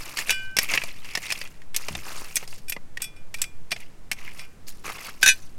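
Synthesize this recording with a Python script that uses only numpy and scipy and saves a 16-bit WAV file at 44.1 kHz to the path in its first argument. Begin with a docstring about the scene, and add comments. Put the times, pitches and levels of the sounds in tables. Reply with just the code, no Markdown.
"""A trench in stony soil, close up. A small steel pick pecks and rakes at the ground.
Its head cracks on rock and rings in damped modes. Loosened stones hit each other; the blade clips a few.
Packed earth thumps, and grit slides and trickles after each stroke as many tiny ticks.
At the end the pick is dropped on a rock and clatters to rest. A light breeze moves the air."""
import sys
import numpy as np
from scipy import signal
from scipy.fft import rfft, irfft
from scipy.io import wavfile

SR = 44100
rng = np.random.default_rng(int(sys.argv[2]) if len(sys.argv) > 2 else 0)


def output_pcm(signal):
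    """Save a mono or channel-first signal as 16-bit PCM at the path in sys.argv[1].

    Samples are clipped to [-1, 1] before scaling.
    """
    pcm = np.clip(np.atleast_2d(signal).T, -1, 1) * 32767
    wavfile.write(sys.argv[1], SR, np.round(pcm).astype(np.int16))


N = 246078

# t60/s at 3 kHz that the pick's support allows: swinging clear, loose grip, lying on rock, in the ground
CLEAR, LOOSE, ON_ROCK, LODGED = 12, 1.0, 0.39, 0.12


def amp(db):
    """Decibels to gain."""
    return 10 ** (np.asarray(db) / 20)


def unit(x):
    """Scale to rms 1."""
    return x / np.sqrt(np.mean(x ** 2) + 1e-20)


def spectrum_db(points, hz):
    """Interpolate (f/Hz, level/dB) points over log frequency."""
    point_hz, db = np.transpose(points)
    return np.interp(np.log(hz + 1e-3), np.log(point_hz), db)


def hump(hz, centre_hz, width):
    """Bell of height 1; width is a fraction of centre_hz."""
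    return 1 / (1 + ((hz / centre_hz - 1) / width) ** 2)


def add(mix, start_s, sound):
    """Mix a sound in at start_s."""
    part = mix[max(round(start_s * SR), 0):][:len(sound)]
    part += sound[:len(part)]


def noise(spectrum, size):
    """Shaped noise of rms 1, rolled off above the spectrum's last point."""
    hz = np.fft.rfftfreq(size, 1 / SR)
    gain = amp(spectrum_db(spectrum, hz)) / np.maximum(hz / spectrum[-1][0], 1) ** 2
    return unit(irfft(rfft(rng.standard_normal(size)) * gain, size))


def burst(sound, t60_s, hold_s=0.0025, attack_samples=260):
    """Short contact, then exponential decay; the attack has rms 1."""
    t = np.arange(len(sound)) / SR
    dying = sound * amp(-60 * np.maximum(t - hold_s, 0) / t60_s)
    return dying / np.sqrt(np.mean(dying[:attack_samples] ** 2))


def outdoors(air_db=-49.5, breeze_db=-31):
    """Outdoor hush plus slow swells of air pressure."""
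    # spectra: f/Hz, relative level/dB
    air = [(30, -2), (55, -12.5), (110, -9.5), (300, -19), (900, -27), (2000, -31.5), (3700, -38),
           (8000, -39), (16000, -49.5)]
    breeze = [(.4, 9), (1.5, -5), (6, 0.5), (13, -37), (40, -49.5)]
    return amp(air_db) * noise(air, N) + amp(breeze_db) * noise(breeze, N)


def raking(bite_s=0.022, ease_db_per_s=-11, stop_db_per_s=-420, trickle_db=-9.5, trickle_db_per_s=-93):
    """Gravel, sand and soil envelopes: each stroke bites, eases, stops and leaves a trickle."""
    # strokes through loose ground: t/s, length/s, gravel/dB, sand/dB re gravel, soil/dB re gravel
    strokes = [(-0.02, 0.17, -43.5, -0.5, -4.5), (0.157, 0.066, -33, -2.5, -10.5),
               (0.262, 0.061, -35, -1, -11), (0.598, 0.044, -30, -5, -18), (0.681, 0.074, -27.5, -3.5, -11),
               (0.805, 0.1, -41, -7, -16), (0.926, 0.094, -53, -3, -8.5), (1.022, 0.2, -44.5, -3, -12),
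               (1.212, 0.14, -38, -5, -17), (1.341, 0.12, -42, -3.5, -12), (1.736, 0.31, -45.5, 0, -4.5),
               (2.04, 0.18, -46, 4, 2), (2.222, 0.22, -48.5, 1.5, -6.5), (2.474, 0.11, -59, 10, -7),
               (2.989, 0.039, -48, -11, -4.5), (3.35, 0.1, -54.5, 0, -4.5), (3.751, 0.091, -49.5, -5, -18),
               (4.158, 0.29, -47, -4.5, -9.5), (4.665, 0.018, -53, 13.5, -19.5),
               (4.836, 0.063, -38.5, -3, -1.5), (4.874, 0.15, -43, -2.5, -4), (5.025, 0.073, -43, 0.5, -2),
               (5.209, 0.038, -39, 8.5, -9)]
    power = np.zeros((3, N))
    for start_s, length_s, gravel_db, sand_db, soil_db in strokes:
        t = np.maximum(np.arange(N) / SR - start_s, 0)
        after_s = np.maximum(t - length_s, 0)
        push = np.minimum(t / bite_s, 1) * amp(gravel_db + ease_db_per_s * np.minimum(t, length_s))
        settle = amp(np.maximum(stop_db_per_s * after_s, trickle_db + trickle_db_per_s * after_s))
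        power += np.outer(amp([0, sand_db, soil_db]), push * settle) ** 2
    return np.sqrt(power)


def grains(spectrum, per_s, spread_db, t60_s, pitch_db=15, kinds=40, size=1024):
    """Particles, each kind with its own pitch, tick at random times with random force."""
    hz = np.fft.rfftfreq(size, 1 / SR)
    # pitches crowd where the spectrum is strongest
    summed_power = np.cumsum(amp(spectrum_db(spectrum, hz)) ** 2 * (hz < spectrum[-1][0]))
    pitches_hz = np.interp((np.arange(kinds) + .5) / kinds, summed_power / summed_power[-1], hz)
    out = np.zeros(N)
    for pitch_hz in pitches_hz:
        colour = amp(pitch_db * hump(hz, pitch_hz, width=0.17))
        tick = burst(irfft(rfft(noise(spectrum, size)) * colour), t60_s, hold_s=0.00039)
        force = amp(spread_db * np.minimum(rng.exponential(1, N), 3.6))
        hits = force * (rng.random(N) < per_s / kinds / SR)
        out += signal.oaconvolve(hits, tick)[:N]
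    return unit(out)


def grit(gravel_db=-1.5, sand_db=0.5, soil_db=1):
    """Raked ground: gravel rattles, sand fizzes, soil crumbles, pebbles turn over."""
    # particle spectra: f/Hz, relative level/dB
    gravel = [(900, -34.5), (1400, -23.5), (2000, 8), (2650, 11), (3800, -9.5), (5500, -19.5),
              (9000, -59.5)]
    sand = [(2500, -2), (3900, 0), (5300, 3), (7500, -1), (12000, -3.5), (16000, -8.5)]
    soil = [(60, -15), (240, -4.5), (390, 2), (600, -3.5), (850, -1.5), (1200, 5), (1750, -2.5),
            (3500, -32)]
    gravel_env, sand_env, soil_env = raking()
    return (amp(gravel_db) * gravel_env * grains(gravel, per_s=590, spread_db=4.5, t60_s=0.022)
            + amp(sand_db) * sand_env * grains(sand, per_s=1100, spread_db=4.5, t60_s=0.021)
            + amp(soil_db) * soil_env * grains(soil, per_s=1800, spread_db=6.5, t60_s=0.0087)
            + pebbles(gravel_env))


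def knock(db, tilt_db_oct, thud_db, t60_s, stone_hz, top_hz, stone_db=8, size=8192):
    """Contact crack, coloured by the stone, over a dull push into the soil."""
    # contact spectra: f/Hz, relative level/dB
    crack_spectrum = [(700, -29.5), (1400, -11), (1850, -0.5), (2600, 1), (3700, -6), (5200, -3),
                      (8900, -8.5), (12000, -8.5), (16000, -20.5)]
    thud_spectrum = [(60, -23), (160, 4), (300, -8.5), (480, -1.5), (760, 1.5), (1200, -3), (2000, -59.5)]
    hz = np.fft.rfftfreq(size, 1 / SR)
    colour_db = spectrum_db(crack_spectrum, hz) + tilt_db_oct * np.log2(np.maximum(hz, 2200) / 2200)
    colour_db += stone_db * hump(hz, stone_hz, width=0.048)
    colour_db -= 10 * np.log10(1 + (hz / top_hz) ** 4)  # blunter contact, lower top_hz
    # irregular stone: scattered modes plus its main pitch
    modes_hz = np.append(np.arange(500, 16000, 300) + rng.uniform(-140, 140, 52), stone_hz)
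    modes = np.zeros(len(hz), complex)
    modes[np.searchsorted(hz, modes_hz)] = np.exp(2j * np.pi * rng.random(len(modes_hz)))
    crushing = .5 * rng.standard_normal(size)
    crack = irfft(rfft(unit(irfft(modes)) + crushing) * amp(colour_db))
    thud = burst(noise(thud_spectrum, size), t60_s=0.042)
    return amp(db) * (burst(crack, t60_s) + amp(thud_db) * thud)


def pebbles(gravel_env, per_s=36, relative_db=-0.5, scatter_db=4, low_hz=1610, high_hz=5200):
    """Pebbles click at random, as hard as the gravel around them moves."""
    out = np.zeros(N)
    for when, force, bulk in rng.random((round(per_s * N / SR), 3)):
        db = relative_db + scatter_db * (2 * force - 1)
        hz = high_hz * (low_hz / high_hz) ** bulk
        click = knock(db, tilt_db_oct=-3, thud_db=-14, t60_s=0.016, stone_hz=hz, top_hz=11000,
                      stone_db=12.5, size=2048)
        add(out, when * N / SR, gravel_env[int(when * N)] * click)
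    return out


def stone_knocks():
    """Short knocks: loosened stones hit each other, and the blade clips a few."""
    # stone or blade on stone: t/s, level/dB, treble tilt/(dB/oct), thud/dB re crack, contact f/Hz
    contacts = [(0.172, -26, 2, -23, 4590), (0.1875, -23.5, -0.5, -15, 1775), (0.6308, -27, 11, -18, 11700),
                (0.7376, -18.5, -5, -15, 2110), (0.7754, -15.5, -11, -18.5, 2610),
                (0.817, -28, -12, -15, 2580), (0.8366, -29, 2.5, -6.5, 2360),
                (1.1519, -20.5, -3, -15, 5360), (1.1739, -25, 1, -9.5, 1910), (1.3032, -25.5, 0, -24, 2440),
                (1.3115, -24.5, -3, -23.5, 2510), (1.3216, -21.5, 0, -17.5, 5120),
                (1.4144, -29, -4, -15.5, 4800), (1.6185, -46.5, -4, -20, 1880),
                (1.884, -27.5, -2, -6, 1230), (1.9516, -28, -3, -9, 3630), (2.4275, -39.5, -7, -2, 1310),
                (2.476, -38.5, 3.5, -11, 5000), (2.528, -40.5, -10, -9, 2690), (2.7643, -34, -9, -2, 2030),
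                (2.9726, -27.5, -3, -22, 1900), (3.44, -32, -1, -24, 2340), (3.7248, -25, -4, -10.5, 2396),
                (3.7632, -35.5, -5, -10, 1730), (3.803, -43.5, 4.5, -11, 2390),
                (4.1296, -36, 3.5, -12, 1595), (4.278, -34.5, -26, -21, 2140), (4.6815, -37, 5, -35, 4340),
                (4.691, -41, 14, -32, 7000)]
    out = np.zeros(N)
    for start_s, db, tilt_db_oct, thud_db, hz in contacts:
        add(out, start_s, knock(db, tilt_db_oct, thud_db, t60_s=0.028, stone_hz=hz, top_hz=10000))
    return out


def ring(place, tilt_db_oct, support_t60_s, contact_hz, free_s, choke_t60_s=0.12, contact_db=7):
    """Steel rings according to where it is struck; the next contact chokes it after free_s."""
    # pick modes: f/Hz, free t60/s
    modes = [(1542, 2.5), (1655, .14), (1788, .17), (1980, .18), (2410, .52), (2546, .15), (2945, .6),
             (3423, .28), (3712, .15), (4141, .15), (4766, .28), (5451, .16), (5622, .1), (6105, .17),
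             (6828, .1), (7694, .28), (7975, .09), (8450, .11), (8810, .11), (9195, .16), (9580, .12),
             (10420, .13), (11740, .09), (12590, .1)]
    # level of each mode when struck at: point/dB, side/dB, shank/dB
    strikes = [(-20, -2, -7), (-25, -27.5, -1.5), (-27, -25.5, -7.5), (-6.5, -21.5, -19.5),
               (1.5, -3.5, -13), (0, -12, 1), (-25, -2.5, -22.5), (-4.5, -8.5, -15), (-15, -15.5, 0),
               (-22.5, -29.5, -7), (-13.5, -6.5, -21.5), (-2.5, -2.5, -29.5), (-2, -25.5, -5.5),
               (-5, -23.5, 2), (-20, -14.5, -3.5), (-14, -11, -20.5), (-1.5, -18.5, -27), (-2, -24, -28),
               (-2, -2, -29), (-10, -15.5, -18.5), (-9, -15.5, -9), (-7.5, -25, -13.5), (-0.5, -21.5, -23),
               (-7, -19.5, -25)]
    t = np.arange(36000) / SR
    hz, t60_s = np.transpose(modes)
    place_weights = np.maximum(1 - abs(place - np.arange(3)), 0)
    db = place_weights @ np.transpose(strikes) + 0.34 * tilt_db_oct * np.log2(hz / 3500)
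    db += contact_db * hump(hz, contact_hz, width=.13)
    # grip and ground damp the low bending modes most
    damping_per_s = 1 / t60_s + (3000 / hz) ** 0.68 / support_t60_s
    decay_db = -60 * (damping_per_s[:, None] * t + np.maximum(t - free_s, 0) / choke_t60_s)
    swing = np.sin(2 * np.pi * (hz[:, None] * t + rng.random((len(hz), 1))))
    return amp(db) @ (swing * amp(decay_db))


def pick(crack_trim_db=-1.5, rest_s=5.324):
    """Each blow cracks on stone and rings the head; the dropped pick lies flat at rest_s."""
    # steel on stone: t/s, crack/dB before trim, treble tilt/(dB/oct), ring/dB,
    # place (0 point, 1 side of blade, 2 shank), support t60/s, contact f/Hz
    blows = [(0.2946, -19, -1.5, -22.5, 1.7, ON_ROCK, 2360), (0.3052, -16, 1, -27.5, 0.86, CLEAR, 2660),
             (0.5676, -18, -3, -29, 0.17, LODGED, 5660), (0.5868, -11.5, -2, -27.5, 0.37, LODGED, 5570),
             (1.7453, -29, -2.5, -35.5, 0.3, LODGED, 3410), (1.7632, -17.5, 4.5, -46, 0.1, LODGED, 6190),
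             (2.3568, -22.5, 9, -30, 0.14, LODGED, 8000), (2.367, -17.5, 1.5, -42, 1.6, LODGED, 6320),
             (2.6829, -45, 10, -39.5, 0.67, ON_ROCK, 2360), (2.697, -24, 5.5, -41.5, 0.087, LODGED, 11710),
             (2.722, -24.5, 0, -38, 0.13, LODGED, 2550), (3.0196, -24, 6.5, -33.5, 0.42, LOOSE, 7700),
             (3.0426, -35, 5, -42, 0.12, LOOSE, 3380), (3.163, -54, -2, -54.5, 0.58, LOOSE, 2480),
             (3.342, -28.5, -1.5, -43, 0.1, LODGED, 2350), (3.385, -47, 2, -47.5, 0.79, LOOSE, 2380),
             (3.417, -17, 4.5, -38.5, 0.07, LOOSE, 7670), (3.708, -39, -2, -39, 0.62, ON_ROCK, 4940),
             (3.717, -21, -3, -29.5, 0.41, LODGED, 4440), (4.1146, -20, -1.5, -36, 0.1, LODGED, 2190),
             (4.393, -36, -3, -43.5, 0.43, LOOSE, 4950), (5.229, -13.5, -1, -14.5, 1.63, ON_ROCK, 1590),
             (5.261, -15.5, 0, -15, 1.87, ON_ROCK, 1520), (5.2737, -22.5, -3, -17, 1.9, ON_ROCK, 2480),
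             (5.278, -17.5, 6, -17.5, 1.75, ON_ROCK, 6100), (5.287, -14.5, -1, -16, 2.55, ON_ROCK, 2510),
             (5.423, -61, 9, -57.5, 1.85, LOOSE, 6130)]
    out = np.zeros(N)
    contacts_s = np.array([blow[0] for blow in blows] + [rest_s, N / SR])
    for start_s, crack_db, tilt_db_oct, ring_db, place, support_t60_s, hz in blows:
        free_s = contacts_s[contacts_s > start_s].min() - start_s
        thud_db = -20 - 1.7 * tilt_db_oct  # a dull blow pushes more into the soil
        crack = knock(crack_db + crack_trim_db, tilt_db_oct, thud_db,
                      t60_s=0.035, stone_hz=hz, top_hz=22000)
        add(out, start_s, crack)
        add(out, start_s, amp(ring_db) * ring(place, tilt_db_oct, support_t60_s, hz, free_s))
    return out


def earth():
    """Packed earth gives way to the blade in a few dull thumps."""
    # shoves: t/s, level/dB
    shoves = [(1.908, -37.5), (1.922, -40), (1.937, -37.5), (1.953, -46), (1.969, -42)]
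    spectrum = [(40, -2.5), (90, -4), (180, -8.5), (300, -19)]  # f/Hz, relative level/dB
    out = np.zeros(N)
    for start_s, db in shoves:
        thump = burst(noise(spectrum, 8192), t60_s=0.099, attack_samples=700)
        add(out, start_s, amp(db) * thump)
    return out


def trench(direct, echo_db=-24, t60_s=0.18, delay_s=0.005):
    """Earth walls scatter back a faint, short tail."""
    t = np.arange(11000) / SR
    tail = rng.standard_normal(len(t)) * amp(-60 * t / t60_s) * (t > delay_s)
    return direct + amp(echo_db) * signal.oaconvolve(direct, tail / np.linalg.norm(tail))[:N]


def scene():
    """Digging in the trench under open sky, mono."""
    digging = pick() + stone_knocks() + grit() + earth()
    return (trench(digging) + outdoors())[None]


def record(dry, edge_hz=16150):
    """Soft clip of the loudest peaks, then low-pass."""
    rounded = dry / (1 + dry ** 6) ** (1 / 6)
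    lowpass = signal.firwin(401, edge_hz, window=("kaiser", 9), fs=SR)
    return signal.oaconvolve(rounded, lowpass[None], "same")


dry = scene()
out = record(dry)
output_pcm(out)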